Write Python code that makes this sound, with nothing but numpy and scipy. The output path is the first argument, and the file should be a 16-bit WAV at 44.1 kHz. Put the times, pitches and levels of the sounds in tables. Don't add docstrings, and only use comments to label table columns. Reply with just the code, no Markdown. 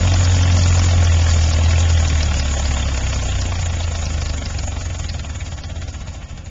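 import sys
import numpy as np
from scipy import signal
from scipy.fft import rfft, irfft, next_fast_len
from scipy.io import wavfile
from scipy.ndimage import uniform_filter1d

SR = 44100
rng = np.random.default_rng(int(sys.argv[2]) if len(sys.argv) > 2 else 0)


def boost(x):
    u = np.asarray(x, float) / 20
    return 10 ** u


def file_out(sig):
    cols = np.atleast_2d(sig).T
    lim = np.clip(cols, -1, 1)
    pcm = np.round(lim * 32767).astype(np.int16)
    wavfile.write(sys.argv[1], SR, pcm)


N = 286629

FULL_SPEED_HZ = 44
CYLINDER_DB = [0, -1, .5, -.5]
# peak_s, peak_db, pitch_hz
SPITS = [(0.1387, -21.5, 5500), (0.2513, -20, 5120), (0.4244, -20, 5940), (0.523, -21, 6030),
         (0.5906, -18, 5810), (0.6338, -17.5, 5050), (0.7016, -23.5, 5890), (0.7938, -22, 5530),
         (0.9076, -20.5, 5440), (1.047, -22, 5930), (1.3047, -20.5, 5500), (1.3881, -24, 5870),
         (1.4361, -18.5, 5620), (1.5338, -19.5, 4960), (1.6573, -23.5, 4460), (2.0815, -22, 5600),
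         (2.2303, -19, 5110), (2.396, -19, 5360), (2.592, -23, 5740), (2.6559, -21.5, 4870),
         (3.2241, -26.5, 6100), (3.4142, -22, 5060), (3.8326, -26, 4350), (4.0555, -24.5, 5500),
         (4.2956, -24.5, 4900), (4.458, -25, 4900), (4.588, -26.5, 5100), (5.0923, -22, 4370),
         (5.6371, -30, 4900), (5.883, -34.5, 5550)]
# full_speed_db, slope_db per octave lost, bend_db per octave squared
PUFF_FADE = (-30, -7.5, -0.96)


def firing_rate():
    # time_s, rate_hz
    speed = [(0.0, 45.87), (0.2, 44.67), (0.87, 43.72), (1.48, 39.66), (1.81, 42.19), (2.43, 35.11),
             (2.71, 34.92), (3.69, 28.03), (4.3, 25.19), (4.46, 23.74), (4.92, 21.53), (5.4, 17.94),
             (5.7, 16.43), (5.83, 16.6), (6.14, 13.95), (6.5, 11.2)]
    time_s, rate_hz = np.transpose(speed)
    return np.interp(np.arange(N) / SR, time_s, rate_hz)


def crank():
    first_turn = -.49
    return first_turn + np.cumsum(firing_rate()) / SR


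def firings():
    return np.flatnonzero(np.diff(np.floor(crank())) > 0)


def faded(law):
    lost = np.log2(FULL_SPEED_HZ / firing_rate())
    return law[0] + law[1] * lost + law[2] * lost ** 2


def evened(x, span_s):
    size = int(span_s * SR)
    power = uniform_filter1d(uniform_filter1d(x ** 2, size=size), size=size)
    return x / np.sqrt(power + 1e-12)


def coloured(x, spectrum):
    size = next_fast_len(2 * N) // 2 * 2
    hz = np.arange(size // 2 + 1) * SR / size + 1
    table_hz, table_db = np.transpose(spectrum)
    gain_db = np.interp(np.log(hz), np.log(table_hz), table_db)
    fold = irfft(np.log(boost(gain_db)))
    fold[1:size // 2] *= 2
    fold[size // 2 + 1:] = 0
    return irfft(rfft(x, size) * np.exp(rfft(fold)), size)[:N]


def rumble():
    # pitch_hz, level_db per Hz
    ground = [(15, -20.5), (30, -5), (50, -3), (75, -4.5), (95, -5), (120, -10), (170, -19), (260, -32),
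              (420, -55), (600, -64.5)]
    return evened(coloured(rng.standard_normal(N), ground), 0.15)


def drone():
    # pitch_hz, level_db per Hz
    panels = [(90, -24), (125, 0.5), (170, -5.5), (250, -10), (320, -13), (400, -25.5), (600, -49.5)]
    # full_speed_db, slope_db per octave lost, bend_db per octave squared
    fade = (-29, -11, 2.5)
    roar = evened(coloured(rng.standard_normal(N), panels), 0.25)
    return boost(faded(fade) - 0.5) * roar


def spits(width_hz, length_s):
    out = np.zeros(N + 4000)
    s = np.arange(-300, 3000) / SR
    shape = np.exp(-np.abs(s) / np.where(s < 0, .0032, length_s))
    for at_s, peak_db, hz in SPITS:
        band = signal.butter(2, [hz - width_hz, hz + width_hz], "band", fs=SR, output="sos")
        burst = signal.sosfilt(band, rng.standard_normal(len(s)))
        start = max(round(at_s * SR) - 300, 0)
        out[start:start + len(s)] += boost(peak_db - 2.0) * shape * burst / burst.std()
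    return out[:N]


def outdoors(x):
    # pitch_hz, width_hz, depth_db
    dips = [(407.8, 70, -5.5), (949, 52, -5.5), (1227, 58, -9), (1563, 100, -3), (2056, 52, -4),
            (2630, 27, -0.5), (2940, 85, -2.5), (3470, 54, -3), (3767, 90, -4)]
    hz = np.arange(N // 2 + 1) * SR / N
    gain_db = sum(depth_db * np.exp(-((hz - dip_hz) / width_hz) ** 2) for dip_hz, width_hz, depth_db in dips)
    return irfft(rfft(x) * boost(gain_db), N)


def puffs(uneven_db, colour_db, lead, rise, fall):
    # pitch_hz, level_db per Hz
    colour = [(150, -26), (280, -9.5), (380, -3), (500, 1.5), (800, -1), (1200, -3), (2000, -4.5),
              (3300, -4.5), (3900, -5), (4500, -9), (7400, -9.5), (9000, -34.5)]
    edges_hz = [100, 600, 900, 1200, 1550, 1900, 2300, 2700, 3100, 3500, 3900, 4400, 5300, 6300, 9000]
    # full_speed_db, slope_db per octave lost, bend_db per octave squared
    clatter_fade = (-6.3, -5.5, 3.3)
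    share = (firing_rate() / FULL_SPEED_HZ) ** .35
    rise, fall = rise * share, fall * share
    peak = rise * np.log(1 + 2 * fall / rise)
    turns = crank() + 1 + lead + peak
    which, angle = turns.astype(int), turns % 1
    opening = ((1 - np.exp(-angle / rise)) / (1 - np.exp(-peak / rise))) ** 2
    gate = opening * np.exp((peak - angle) / fall)

    chance = rng.standard_normal((which.max() + 1, len(edges_hz)))
    strength_db = uneven_db * chance[:, 0] + np.resize(CYLINDER_DB, len(chance))
    grit = boost(1.5 * rng.standard_normal(N // 30 + 1)).repeat(30)[:N]
    white = rng.standard_normal(N) * grit
    clatter_db = faded(clatter_fade)
    hiss = 0
    for k, band_hz in enumerate(zip(edges_hz, edges_hz[1:])):
        rush = gate * boost(strength_db + colour_db * chance[:, k + 1])[which]
        clatter = boost(clatter_db - 2.2 * np.log2(band_hz[1] / 1000))
        band = signal.butter(2, band_hz, "band", fs=SR, output="sos")
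        part = signal.sosfilt(band, white * np.sqrt(rush ** 2 + clatter ** 2))
        hiss = hiss + (-1) ** k * part
    return evened(coloured(hiss, colour), .2)


def stack_ring():
    mode_hz, width_hz, ring_db, ring_share = 84.7, 11, 5.5, 0.15
    rate_hz = firing_rate()
    gain_db = 0
    for k in range(3):
        off_mode = ((k + 2) * rate_hz - mode_hz) / width_hz
        gain_db = gain_db + ring_db * ring_share ** k * np.exp(-off_mode ** 2)
    return gain_db


def train(at, strength, lead_s):
    clicks = np.zeros(N)
    clicks[np.clip(at - np.round(lead_s * SR).astype(int), 0, N - 1)] = strength
    return clicks


def thumps(at, uneven_db, jitter_s, echo_s, echo_db):
    # pitch_hz, gain_db
    stack = [(15, -28.5), (24, -12), (33, -8), (44, -10.5), (65, -2), (84, 7), (98, -8), (112, -14.5),
             (135, -16.5), (175, -26), (220, -23.5), (265, -21), (320, -38.5), (420, -55.5)]
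    chance = rng.standard_normal((len(at), 2))
    strength = -boost(uneven_db * chance[:, 0] + np.resize(CYLINDER_DB, len(at)))
    clicks = train(at, strength, .002 + jitter_s * chance[:, 1])
    clicks = clicks + boost(echo_db) * train(at, strength, np.array(-echo_s))
    return evened(coloured(clicks, stack), .15)


def scene():
    # full_speed_db, slope_db per octave lost, bend_db per octave squared
    thump_fade = (-16.5, -3.5, -3.0)
    thump_db = faded(thump_fade) + stack_ring()
    low = boost(thump_db - 1.3) * thumps(firings(), uneven_db=0.5, jitter_s=.0001, echo_s=.031, echo_db=-12)
    low = low + boost(thump_db * .4 - 21.5) * rumble()
    hiss = puffs(uneven_db=.7, colour_db=2.5, lead=.09, rise=0.18, fall=.19)
    hiss = boost(faded(PUFF_FADE) + 4) * hiss
    return (low + drone() + outdoors(hiss) + spits(width_hz=600, length_s=0.0075))[None]


def camera(x, step_db, keep_db, wander_db, skirt_db, image_db):
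    # low_hz, high_hz, level_db
    filled = [(3940, 6100, -7.5), (4310, 6500, 0.5), (5956, 6380, -3.5), (6460, 7262, 8.5)]
    # middle_s, half_length_s
    dropouts = [
        (.44, .011),
        (1.52, .019),
        (2.425, .012),
        (3.7, .011),
        (5.625, .019),
        (6.045, .012),
    ]
    # full_speed_db, slope_db per octave lost, bend_db per octave squared
    treble_fade = (-34, -6, -1.97)
    camera_rate_hz, hop, line_count = 16000, 882, 380

    n, k = np.arange(2 * hop)[:, None], np.arange(line_count)
    window = np.sin(np.pi * (n + .5) / (2 * hop))
    basis = window * np.cos(np.pi / hop * (n + .5 + hop / 2) * (k + .5)) * np.sqrt(2 / hop)
    padded = np.pad(x, (hop, 2 * hop))
    starts = np.arange(N // hop + 2) * hop
    lines = padded[starts[:, None] + np.arange(2 * hop)] @ basis
    hz, s = (k + .5) * SR / (2 * hop), starts / SR
    noise = rng.standard_normal(lines.shape)

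    nearby = uniform_filter1d(lines ** 2 * (hz > 250), size=41, axis=1, mode="nearest")
    masking = np.sqrt(nearby + 1e-12)
    masking = uniform_filter1d(masking, size=3, axis=0)
    tilt_db = 1.5 * np.log2(np.clip(hz, 500, 4000) / 2000)
    step = masking * boost(step_db + tilt_db) * np.clip(hz / 340, .01, 1) ** 4
    coded = np.round(lines / step) * step

    for low_hz, high_hz, level_db in filled:
        band = (hz >= low_hz) & (hz < high_hz)
        level = np.sqrt(np.mean(lines[:, band] ** 2, axis=1))
        sudden = level > boost(keep_db) * signal.medfilt(level, kernel_size=15)
        level = level * boost(level_db + wander_db * rng.standard_normal(len(s)))
        coded[:, band] = np.where(sudden[:, None], lines[:, band], noise[:, band] * level[:, None])

    slow_db = faded(treble_fade) - faded(PUFF_FADE)
    level = level * boost(slow_db[np.minimum(starts, N - 1)] + 4.5)
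    lost_s, half_s = np.transpose(dropouts)
    level[(np.abs(s[:, None] - lost_s) < half_s).any(axis=1)] *= .04
    from_spit_s = np.abs(s[:, None] - .005 - np.array(SPITS)[:, 0]).min(axis=1)
    level[from_spit_s < .01] *= boost(-4.5)

    over = hz - high_hz
    shape_db = np.where(over < 0, 0, skirt_db - 0.0096 * over - 5e-6 * over ** 2)
    mirrored = hz - (camera_rate_hz - high_hz)
    shape_db = np.where(mirrored > 0, image_db - 0.054 * mirrored, shape_db)
    top = hz >= low_hz
    coded[:, top] = (noise * level[:, None] * boost(shape_db))[:, top]
    frames = coded @ basis.T
    return (frames[1:, :hop] + frames[:-1, hop:]).ravel()[:N]


def top_cut(x):
    return signal.sosfilt(signal.butter(12, 9216, fs=SR, output="sos"), x)


def record(dry):
    overload = 0.74
    driven = overload * np.tanh(dry[0] / overload)
    heard = camera(driven, step_db=6.6, keep_db=5.0, wander_db=2.0, skirt_db=-20.5, image_db=-23.5)
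    return top_cut(heard[None])


dry = scene()
out = record(dry)
file_out(out)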